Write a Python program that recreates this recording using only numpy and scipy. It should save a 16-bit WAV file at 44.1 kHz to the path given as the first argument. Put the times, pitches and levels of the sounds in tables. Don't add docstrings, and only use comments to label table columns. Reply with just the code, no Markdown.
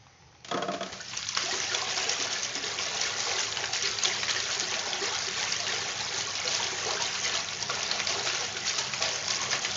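import sys
import numpy as np
from scipy import signal
from scipy.fft import rfft, irfft, next_fast_len
from scipy.io import wavfile
from scipy.ndimage import uniform_filter1d

SR = 44100
rng = np.random.default_rng(int(sys.argv[2]) if len(sys.argv) > 2 else 0)


def dump_mix(stems):
    frames = np.atleast_2d(stems).T
    limited = np.clip(frames, -1, 1)
    pcm = np.round(limited * 32767).astype(np.int16)
    wavfile.write(sys.argv[1], SR, pcm)


N = 430416

# (time [s], spray level [dB], churn level [dB])
RAIN = [(0.86, -51.5, -41), (1.0, -47, -54), (1.1, -39, -57), (1.14, -36.5, -52), (1.3, -38, -61.5),
        (1.4, -38.5, -45), (9.76, -38, -46)]
# (time [s], spray level [dB], churn level [dB], time to fade 10 dB [s])
CLUMPS = [(1.364, -31, -50, 0.4153), (1.504, -24, -34.5, 0.0522), (1.593, -26.5, -50.5, 0.1003),
          (1.695, -29.5, -37, 0.2767), (1.874, -24.5, -40.5, 0.0565), (1.953, -27, -37, 0.2056),
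          (2.066, -28, -41, 0.1463), (2.185, -27, -35, 0.1076), (2.295, -32.5, -42.5, 0.236),
          (2.416, -29.5, -45.5, 0.0585), (2.545, -26.5, -33.5, 0.0404), (2.615, -32, -38.5, 0.2361),
          (2.774, -28, -43.5, 0.0827), (2.84, -33, -41.5, 0.2634), (2.926, -31, -36.5, 0.1111),
          (2.984, -28, -38.5, 0.2543), (3.169, -30.5, -49, 0.4079), (3.254, -30.5, -34.5, 0.2142),
          (3.378, -21.5, -46.5, 0.057), (3.561, -33.5, -39, 0.1472), (3.624, -26, -33.5, 0.0181),
          (3.722, -23, -39.5, 0.0538), (3.806, -27.5, -45.5, 0.1753), (4.006, -29, -40.5, 0.43),
          (4.28, -21.5, -34, 0.0371), (4.337, -29.5, -39.5, 0.2797), (4.496, -27.5, -57, 0.0869),
          (4.595, -28, -38.5, 0.0798), (4.697, -29.5, -35.5, 0.1806), (4.844, -32, -37.5, 0.3218),
          (5.019, -24, -34.5, 0.0903), (5.112, -32, -53, 0.9972), (5.354, -32.5, -42, 0.4192),
          (5.5, -38.5, -48.5, 0.162), (5.656, -31.5, -39.0, 0.32), (5.875, -19.5, -40, 0.019),
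          (5.977, -30.5, -38.5, 0.1819), (6.116, -30.5, -39.5, 0.2859), (6.341, -32.5, -45, 0.505),
          (6.475, -30, -38, 0.3143), (6.604, -34.5, -38.5, 0.144), (6.75, -34, -51.5, 0.7564),
          (6.852, -32, -34.5, 0.2203), (6.986, -31, -60, 0.3794), (7.141, -21.5, -48.5, 0.0176),
          (7.226, -26.5, -37, 0.1224), (7.328, -23, -34.5, 0.0545), (7.44, -28.5, -42.5, 0.0007),
          (7.605, -24, -36.5, 0.02), (7.674, -32, -38, 0.3279), (7.804, -34, -51.5, 0.657),
          (7.904, -37.5, -33.5, 0.0548), (7.984, -21, -34.5, 0.0142), (8.062, -27, -33.5, 0.149),
          (8.243, -24.5, -36, 0.105), (8.321, -24.5, -38.5, 0.06), (8.39, -29, -35, 0.1098),
          (8.47, -33.5, -41.5, 0.0154), (8.548, -32.5, -36, 0.0812), (8.637, -26, -46.5, 0.168),
          (8.777, -15.5, -35, 0.0208), (8.836, -28.5, -40.5, 0.0473), (8.923, -27.5, -42, 0.0698),
          (9.001, -27.5, -35, 0.2291), (9.273, -26.5, -41, 0.1574), (9.404, -31.5, -34, 0.1193),
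          (9.509, -22, -28.5, 0.0483), (9.605, -30.5, -43, 0.3658)]
# (frequency [Hz], relative density [dB per Hz])
SPRAY_SPECTRUM = [(530, -27.5), (900, -11), (1250, -6.5), (1840, -3.5), (3000, -1.5), (5180, 0.5),
                  (5710, 1.5), (6700, -0.5), (7600, 1), (9000, -23)]
# (frequency [Hz], relative density [dB per Hz])
PLINK_SPECTRUM = [(700, -30), (1000, -3), (1800, -2), (3200, -1.5), (4500, -30)]
# (frequency [Hz], relative density [dB per Hz])
CHURN_SPECTRUM = [(120, -39.5), (200, -11.5), (227, -4), (318, -9.5), (361, -0.5), (749, 1.5), (816, 1.5),
                  (986, -0.5), (2500, -11), (3250, -38), (5500, -120)]
# (time [s], level [dB], pitch [Hz])
SPLATS = [(0.067, -39, 1119), (0.222, -43, 1200), (0.326, -45, 1191), (0.349, -41, 1000),
          (0.403, -47.5, 4496), (0.977, -32, 3727), (1.005, -29, 4569), (1.012, -24.5, 6605),
          (1.048, -30.5, 4298), (1.083, -28, 5246), (1.118, -30, 2853), (1.1338, -24, 2566),
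          (1.1731, -16, 5652), (1.2272, -21, 3764), (1.268, -21, 3651), (1.289, -12.5, 5887),
          (1.3497, -15.5, 4187), (1.366, -19, 2009), (1.372, -9.5, 1541), (1.3735, -16, 5300),
          (1.4065, -25, 3185), (1.4265, -21, 4531), (1.6011, -17.5, 5877), (1.7461, -11.5, 3317),
          (1.8164, -19, 4281), (1.9768, -16, 5300), (2.0508, -18.5, 2774), (2.0937, -10.5, 5382),
          (2.225, -19, 5899), (2.2486, -23.5, 5800), (2.3046, -20.5, 4355), (2.3621, -24.5, 5431),
          (2.4316, -18, 6134), (2.447, -18.5, 6164), (2.553, -16.5, 5928), (2.6405, -17.5, 3486),
          (2.7875, -20, 2802), (2.8554, -21, 5668), (2.8636, -19, 5854), (2.9693, -23, 3450),
          (3.013, -13, 5844), (3.1387, -21, 4310), (3.2039, -15, 5586), (3.3138, -16.5, 2675),
          (3.384, -20.5, 5800), (3.5245, -19, 3528), (3.5703, -14.5, 2831), (3.6394, -13.5, 1720),
          (3.656, -17.5, 5445), (3.733, -13, 4818), (3.759, -17, 2366), (3.824, -14, 5886),
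          (3.8554, -13, 4145), (3.8727, -14, 4707), (3.986, -15, 4600), (4.0362, -12.5, 6271),
          (4.0492, -11.5, 4108), (4.0543, -9.5, 3258), (4.231, -12, 2314), (4.281, -15, 1834),
          (4.2953, -14.5, 3091), (4.309, -13, 4040), (4.348, -18, 1781), (4.401, -16.5, 4165),
          (4.455, -19.5, 3510), (4.503, -19, 1414), (4.511, -18.5, 4403), (4.5274, -20.5, 4332),
          (4.5976, -13.5, 6325), (4.606, -15, 5178), (4.7123, -18, 5922), (4.7403, -18, 2519),
          (4.792, -17, 4508), (4.9308, -15, 3320), (5.284, -19, 2798), (5.428, -15, 2917),
          (5.5231, -10.5, 4585), (5.6021, -17.5, 4363), (5.6662, -19.5, 2760), (5.676, -20.5, 1870),
          (5.723, -16, 3547), (5.7614, -18.5, 2214), (5.977, -22, 5065), (6.006, -20.5, 4075),
          (6.123, -18.5, 2903), (6.143, -17.5, 4470), (6.179, -17.5, 5796), (6.186, -20, 6119),
          (6.208, -17, 4325), (6.3528, -16.5, 5123), (6.454, -19, 5560), (6.4768, -13.5, 4091),
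          (6.5103, -20.5, 3130), (6.549, -13.5, 4937), (6.6289, -17, 3362), (6.6407, -16.5, 5034),
          (6.6667, -21, 4881), (6.7858, -20.5, 1608), (6.9072, -15.5, 4078), (6.9345, -19.5, 4724),
          (7.0219, -17.5, 6263), (7.152, -18, 3004), (7.247, -16, 4265), (7.295, -17, 3030),
          (7.352, -15, 3013), (7.4863, -17, 3506), (7.5321, -19.5, 4436), (7.626, -15, 5452),
          (7.6981, -17.5, 1303), (7.705, -17.5, 4858), (7.752, -20, 6283), (7.8073, -20.5, 2668),
          (7.8299, -15.5, 5549), (7.913, -10.5, 4143), (7.9945, -19.5, 2180), (8.0005, -12.5, 2360),
          (8.071, -11.5, 4600), (8.094, -14, 4500), (8.194, -18, 4026), (8.271, -15, 1720),
          (8.299, -19, 2596), (8.347, -20, 4973), (8.406, -18.5, 5578), (8.5673, -19, 3147),
          (8.6685, -17.5, 5857), (8.678, -16.5, 4293), (8.7863, -15, 6298), (8.9358, -15, 2514),
          (9.0235, -11, 5671), (9.0238, -16, 2422), (9.0479, -20.5, 2316), (9.0573, -18.5, 4956),
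          (9.089, -18.5, 6275), (9.1584, -19.5, 6196), (9.2796, -18.5, 5406), (9.281, -18, 3270),
          (9.3065, -11.5, 5289), (9.3456, -16.5, 4823), (9.4148, -18.5, 6445), (9.509, -19, 5699),
          (9.5299, -15, 1697), (9.531, -16, 4744), (9.547, -18, 1770), (9.5535, -17, 1750),
          (9.6486, -15, 2386), (9.649, -17.5, 6408)]
# (time [s], level [dB], pitch [Hz])
GLUGS = [(0.35, -49.5, 804.2), (1.001, -29, 1480), (1.133, -32, 1030), (1.373, -31, 1513),
         (1.33, -37, 995.5), (1.437, -29.5, 357.1), (1.459, -29, 679.7), (1.48, -26.5, 703.4),
         (1.51, -22, 1882), (1.526, -23.5, 365), (1.535, -26.5, 979.8), (1.585, -34.5, 371.6),
         (1.6, -29, 1820), (1.695, -23.5, 1798), (1.716, -24, 1411), (1.745, -33, 625.4),
         (1.82, -22.5, 1029), (1.822, -28.5, 752.7), (1.973, -26.5, 1045), (1.97, -27.5, 724.7),
         (2.067, -26, 443), (2.164, -31.5, 1188), (2.192, -32.5, 272), (2.357, -26, 1714),
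         (2.561, -32.5, 276.9), (2.639, -32, 427.5), (3.05, -27.5, 1714), (3.311, -29.5, 521.6),
         (3.314, -28, 801.3), (3.395, -29, 880.5), (3.482, -31, 1039), (3.585, -29.5, 824.4),
         (3.834, -27, 393), (3.844, -25.5, 2155), (4.052, -30, 750.7), (4.067, -31.5, 364.9),
         (4.118, -32, 1964), (4.161, -31, 1626), (4.362, -19, 1828), (4.566, -31, 399.3),
         (4.626, -26, 354.1), (4.717, -33, 1836), (4.743, -32, 1842), (4.763, -27, 650.8),
         (4.853, -30, 790), (4.87, -31.5, 594.2), (4.906, -32, 800), (4.939, -29, 805.4),
         (4.955, -31, 910.8), (5.014, -22, 383.8), (5.018, -25, 1862), (5.034, -24.5, 391),
         (5.06, -30, 394.2), (5.079, -29, 1003), (5.119, -27.5, 875), (5.13, -26.5, 1292),
         (5.15, -27.5, 1416), (5.272, -28.5, 369.5), (5.413, -26.5, 832.8), (5.426, -26.5, 1814),
         (5.6, -26.5, 691.7), (5.69, -21.5, 1869), (5.733, -28, 447), (5.853, -27.5, 801),
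         (6.005, -28.5, 849.8), (6.138, -28, 378.5), (6.273, -27.5, 1113), (6.447, -28, 500.7),
         (6.599, -21.5, 910.7), (6.723, -28, 362.3), (6.733, -27.5, 2295), (6.826, -30, 1115),
         (6.86, -22, 429.7), (6.905, -26.5, 1037), (6.908, -31.5, 399.7), (6.928, -30, 616.8),
         (6.948, -31, 412.2), (6.971, -24, 1572), (6.998, -25.5, 917.3), (7.016, -26, 924.3),
         (7.26, -28, 2053), (7.374, -29, 661.6), (7.625, -28.5, 920.6), (7.687, -34.5, 492.5),
         (7.694, -22, 1140), (7.919, -29, 602.4), (7.974, -32.5, 1148), (8.09, -30, 666.4),
         (8.105, -30, 1097), (8.14, -32, 672.7), (8.157, -29.5, 398.3), (8.248, -29, 645.6),
         (8.264, -32, 678), (8.408, -29.5, 815.5), (8.79, -25.5, 900), (8.8, -32, 600.4),
         (9.004, -28.5, 644.4), (9.024, -26, 653.2), (9.059, -23.5, 653.4), (9.281, -25.5, 1048),
         (9.4, -28, 1078), (9.528, -26.5, 1406), (9.692, -34, 641.2)]
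# (frequency [Hz], width [Hz], gain [dB])
BASIN_MODES = [(365, 27, 8), (406.47, 17, 4), (473.76, 14, 1.5), (670.77, 17, 5.5), (800, 31, 3.5),
               (1007.9, 8.1, -6), (1720, 17, 2.5), (1814, 24, 2.5), (2171.5, 19, 3.5)]
# (time [s], thud peak [dB], scrape peak [dB], casing clack peak [dB])
KNOCKS = [(0.446, -42.5, -28, -38), (0.484, -38, -27.5, -37.5), (0.5116, -18.5, -25.5, -24.5),
          (0.541, -18.5, -28, -26.5), (0.573, -21.5, -27.5, -27.5), (0.6215, -18, -23.5, -24.5),
          (0.682, -19, -28.5, -33), (0.717, -31, -25.5, -43), (0.735, -25, -29, -31),
          (0.744, -27.5, -30, -31), (0.807, -21.5, -27, -33), (0.829, -27.5, -23.5, -27.5),
          (0.862, -32.5, -27, -44.5), (0.92, -41.5, -32, -39.5), (0.927, -38, -24.5, -44),
          (0.967, -43.5, -42, -51)]
# (frequency [Hz], relative level [dB], t60 [s])
TUB_MODES = [(195.31, -4, 0.1736), (237.8, -17.5, .1), (293.7, -11, 0.16), (365, -9, 0.13),
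             (413.13, -16.5, 0.17), (436.24, -16, 0.13), (471.24, -6.5, 0.2183), (508.8, -13.5, 0.13),
             (551.97, -11.5, .12), (609.2, -3.5, 0.23), (651.5, -6.5, .15), (677.75, -4, .2),
             (692.68, -2, 0.1882), (790, -15.5, .03), (900, -4.5, 0.023), (1069.1, 2, 0.02426),
             (1163.3, -1.5, .025), (1256.7, -1.5, 0.051), (1441.4, -5, .025), (1634, -11, 0.033)]
# (frequency [Hz], relative level [dB], t60 [s])
CASING_MODES = [(3320, 2, 0.01549), (4600, -15, .01), (5300, -13.5, .012), (6393.3, -11, .013)]
# (frequency [Hz], width [Hz], relative level [dB], steady part against wavering part [ratio])
HUM_TONES = [(100.8, 4.3, -56.5, 1.2), (128.46, 9, -56.5, 0.37), (64.915, 10, -66.5, .1),
             (167.12, 9, -62.5, .1), (199.4, 6.4, -58, .4), (287.58, 11, -66, .1)]
# (time [s], gain [dB])
PUMP_RISE = [(.45, -29), (1.0, -1.5), (2.5, -1.5), (5, 0.5), (8.5, 2.5), (9.76, 3.5)]
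# (frequency [Hz], relative density [dB per Hz])
RUMBLE_SPECTRUM = [(15, -50.5), (25, -19), (107, 2), (197, 5), (241, -14.5), (306, -13), (330, -4.5),
                   (430, -38.5), (730, -120)]
# (frequency [Hz], relative density [dB per Hz])
YARD_SPECTRUM = [(18, -60), (30, -23.5), (42, -18.5), (57, -7), (80, -1), (130, -1.5), (205, -13.5),
                 (300, -15), (490, -16), (610, -20.5), (720, -19), (820, -8.5), (930, -16.5), (1600, -22.5),
                 (1850, -19), (3660, -25), (5960, -21), (7700, -39.5), (10000, -75)]
# (frequency [Hz], width [Hz], level [dB])
INSECT_TONE = (6000, 30, -71.5)
# (frequency [Hz], gain [dB])
MIC_RESPONSE = [(10, -23), (30, -9), (48, -10), (65, -3.5), (6600, 0), (7000, -4.5), (7400, -15.5),
                (7800, -38), (22050, -51.5)]

CLUMP_RISE_S, SPLAT_T60_S, KNOCK_RISE_S = 0.016478, 0.012817, 0.00326
GLUG_T60_AT_1KHZ_S, GLUG_SIZE_LAW, GLUG_HOLD = 0.07, 0.55, 1.1765
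RUMBLE_DB, YARD_DB = -58.5, -55
MIC_EDGE_HZ = 7900


def falling(column):
    power = amp(curve(RAIN, column)) ** 2
    t = np.arange(SR) / SR
    for row in CLUMPS:
        start_s, level_db, fade_s = row[0], row[column], row[3]
        level = amp(level_db - 10 * t / fade_s) * (1 - np.exp(-t / CLUMP_RISE_S))
        add(power, start_s, level ** 2)
    return np.sqrt(power)


def spray():
    fizz = amp(-5) * hiss(SPRAY_SPECTRUM, 3.19, 0.9)
    rings = amp(-3.5) * swarm(SPRAY_SPECTRUM, 2000, 30, 3.1107, 0.12, count=48)
    ticks = amp(-10.0) * swarm(SPRAY_SPECTRUM, 1100, 7, 3.8, 0.1, count=12)
    plinks = amp(-10.0) * swarm(PLINK_SPECTRUM, 260, 65, 2.538, 0.05, count=48)
    return falling(column=1) * (fizz + rings + ticks + plinks)


def churn():
    wash = amp(-6) * hiss(CHURN_SPECTRUM, 2.8, 1.0, size=1024)
    gurgle = amp(-2.5) * swarm(CHURN_SPECTRUM, 700, 32, 2.608, 0.14768, count=48)
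    return falling(column=2) * (wash + gurgle)


def splats():
    out = np.zeros(N)
    t = np.arange(3000) / SR
    noise = rng.standard_normal((len(SPLATS), len(t)))
    upper_ratio = rng.uniform(0.85, 1.095, len(SPLATS))
    snap = 0.9134 * (1 - np.exp(-t / 0.0011186)) ** 2 * amp(-60 * t / 0.01328)
    spatter = 0.07331 * amp(-60 * t / 0.21)
    for (s, db, hz), n, ratio in zip(SPLATS, noise, upper_ratio):
        band_hz = [0.55 * hz, min(1.5 * hz, 12000)]
        band = signal.lfilter(*signal.butter(1, band_hz, "band", fs=SR), n)
        add(out, s, amp(db) * evened(band) * (snap + spatter))
        add(out, s, amp(db - 1.5) * bubble(hz, SPLAT_T60_S, 0.092, swell=0.22))
        add(out, s, amp(db - 2.0) * bubble(ratio * hz, SPLAT_T60_S, 0.17, swell=0.18))
    return out


def glugs():
    out = np.zeros(N)
    for (s, db, hz), (late, size) in zip(GLUGS, rng.random((len(GLUGS), 2, 3))):
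        t60 = GLUG_T60_AT_1KHZ_S * (1000 / hz) ** GLUG_SIZE_LAW
        add(out, s, amp(db - 4) * bubble(hz, t60, 0.035, swell=0.9, hold=GLUG_HOLD))
        add(out, s, amp(db - 8) * bubble(1.3 * hz, 6 / hz, -0.1, swell=2.5))
        for wait, ratio in zip(late, size):
            neighbour = bubble((0.82 + 0.4 * ratio) * hz, 0.7 * t60, 0.048, swell=0.94)
            add(out, s + 0.45 * t60 * wait, amp(db - 11.0) * neighbour)
    return out


def basin(x):
    def gain_db(f):
        return sum(db / (1 + (2 * (f - hz) / width) ** 2) for hz, width, db in BASIN_MODES)
    return coloured(x, gain_db)


def walls(x):
    taps = np.zeros(8000)
    at = np.arange(100, 7980, 20) + rng.integers(0, 20, 394)
    taps[at] = rng.choice([-1., 1.], 394) * amp(-60 * at / SR / 0.34406)
    taps = signal.lfilter(*signal.butter(1, 2500, fs=SR), taps / np.linalg.norm(taps))
    return signal.oaconvolve(x, taps)[:N]


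def knocks():
    out = np.zeros(N)
    t = np.arange(8000) / SR
    noise = rng.standard_normal((len(KNOCKS), 3, len(t)))
    tub = ringing(TUB_MODES, t)
    tub = signal.lfilter(*signal.butter(4, 160, "high", fs=SR), tub)
    casing = ringing(CASING_MODES, t)
    rise = (1 - np.exp(-t / KNOCK_RISE_S)) ** 2
    jolt_env = rise * (amp(-60 * t / 0.017374) + 0.09072 * amp(-60 * t / 0.25976))
    tap_env = rise * amp(-60 * t / 0.01439)
    scrape_fade = amp(-60 * t / 0.01935) + 0.25605 * amp(-60 * t / 0.4368)
    scrape_env = (1 - np.exp(-t / 0.0008988)) * scrape_fade
    for (s, thud_db, scrape_db, clack_db), (jolt, rub, tap) in zip(KNOCKS, noise):
        thud = signal.fftconvolve(tub, jolt * jolt_env)
        clack = signal.fftconvolve(casing, tap * tap_env)
        scrape = signal.lfilter(*signal.butter(1, [1100, 7500], "band", fs=SR), rub) * scrape_env
        for db, part in ((thud_db, thud), (scrape_db, scrape), (clack_db, clack)):
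            add(out, s, amp(db) * part / abs(part).max())
    return out


def pump():
    drone = sum(amp(db) * whistle(hz, width, steady) for hz, width, db, steady in HUM_TONES)
    rumble = amp(RUMBLE_DB) * hiss(RUMBLE_SPECTRUM, 0.9998, 0.3, size=4096)
    return amp(curve(PUMP_RISE, 1)) * (drone + rumble)


def yard():
    hz, width, db = INSECT_TONE
    air = amp(YARD_DB) * hiss(YARD_SPECTRUM, 1.8, 0.48, size=2048)
    return air + amp(db) * whistle(hz, width)


def bubble(hz, t60, rise, swell=1.9, hold=1):
    t = np.arange(round(t60 * SR) + 8) / SR
    envelope = (1 - np.exp(-t * hz * swell)) * amp(-60 * (t / t60) ** hold)
    return envelope * np.sin(2 * np.pi * hz * t * (1 + rise * t / t60))


def swarm(spectrum, per_s, cycles, spread_db, rise, count=24):
    size = amp(spread_db * np.minimum(rng.exponential(1, N), 4.2))
    size = size * (rng.random(N) < per_s / SR)
    kind = rng.integers(0, count, N)
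    out = np.zeros(N)
    for k, hz in enumerate(np.geomspace(spectrum[1][0], spectrum[-2][0], count)):
        grain = bubble(hz, cycles / hz, rise)
        grain = grain / np.linalg.norm(grain) * amp(read(spectrum, hz)) * np.sqrt(hz)
        out += signal.oaconvolve(size * (kind == k), grain)[:N]
    return evened(out)


def hiss(spectrum, patchy_db, flicker_db, size=512):
    frames, hz = 4 * N // size + 5, np.fft.rfftfreq(size, 1 / SR)
    a, b, patches = rng.standard_normal((frames, len(hz), 3)).T
    patches = uniform_filter1d(patches, size=7, axis=0)
    patches = evened(uniform_filter1d(patches, size=10, axis=1))
    flicker = evened(uniform_filter1d(rng.standard_normal(frames), size=3))
    level_db = read(spectrum, hz)[:, None] + patchy_db * patches + flicker_db * flicker
    z = (a + 1j * b) * amp(level_db)
    return evened(signal.istft(z, nperseg=size, noverlap=3 * size // 4)[1][:N])


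def whistle(hz, width, steady=0.):
    r = np.exp(-np.pi * width / SR)
    waver = signal.lfilter([np.sqrt(1 - r * r)], [1, -r], rng.standard_normal((2, N)))
    slow = evened(steady + waver)
    phase = 2 * np.pi * hz * np.arange(N) / SR
    return evened(slow[0] * np.cos(phase) + slow[1] * np.sin(phase))


def ringing(modes, t):
    return sum(amp(db - 60 * t / t60) * np.sin(2 * np.pi * hz * t) for hz, db, t60 in modes)


def coloured(x, gain_db):
    size = next_fast_len(N + 4096)
    gain = amp(gain_db(np.fft.rfftfreq(size, 1 / SR)))
    return irfft(rfft(x, size) * gain, size)[..., :N]


def amp(db):
    return 10 ** (np.asarray(db) / 20)


def evened(x):
    return x / np.sqrt(np.mean(x ** 2) + 1e-20)


def read(points, hz):
    f, value = np.transpose(points)
    return np.interp(np.log(hz + 1), np.log(f + 1), value)


def curve(rows, column):
    rows = np.array(rows)
    return np.interp(np.arange(N) / SR, rows[:, 0], rows[:, column])


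def add(mix, s, sound):
    part = mix[round(s * SR):][:len(sound)]
    part += sound[:len(part)]


def scene():
    landed = np.clip((np.arange(N) / SR - RAIN[0][0]) / 0.033, 0, 1)
    water = basin(landed * (spray() + churn())) + splats() + glugs()
    mono = water + amp(-5.0) * walls(water) + knocks() + pump() + yard()
    return np.array([mono, mono])


def record(dry):
    heard = coloured(dry, lambda f: read(MIC_RESPONSE, f))
    band_limit = signal.firwin(511, MIC_EDGE_HZ, window=("kaiser", 9), fs=SR)
    return signal.oaconvolve(heard, band_limit[None], "same")


dry = scene()
out = record(dry)
dump_mix(out)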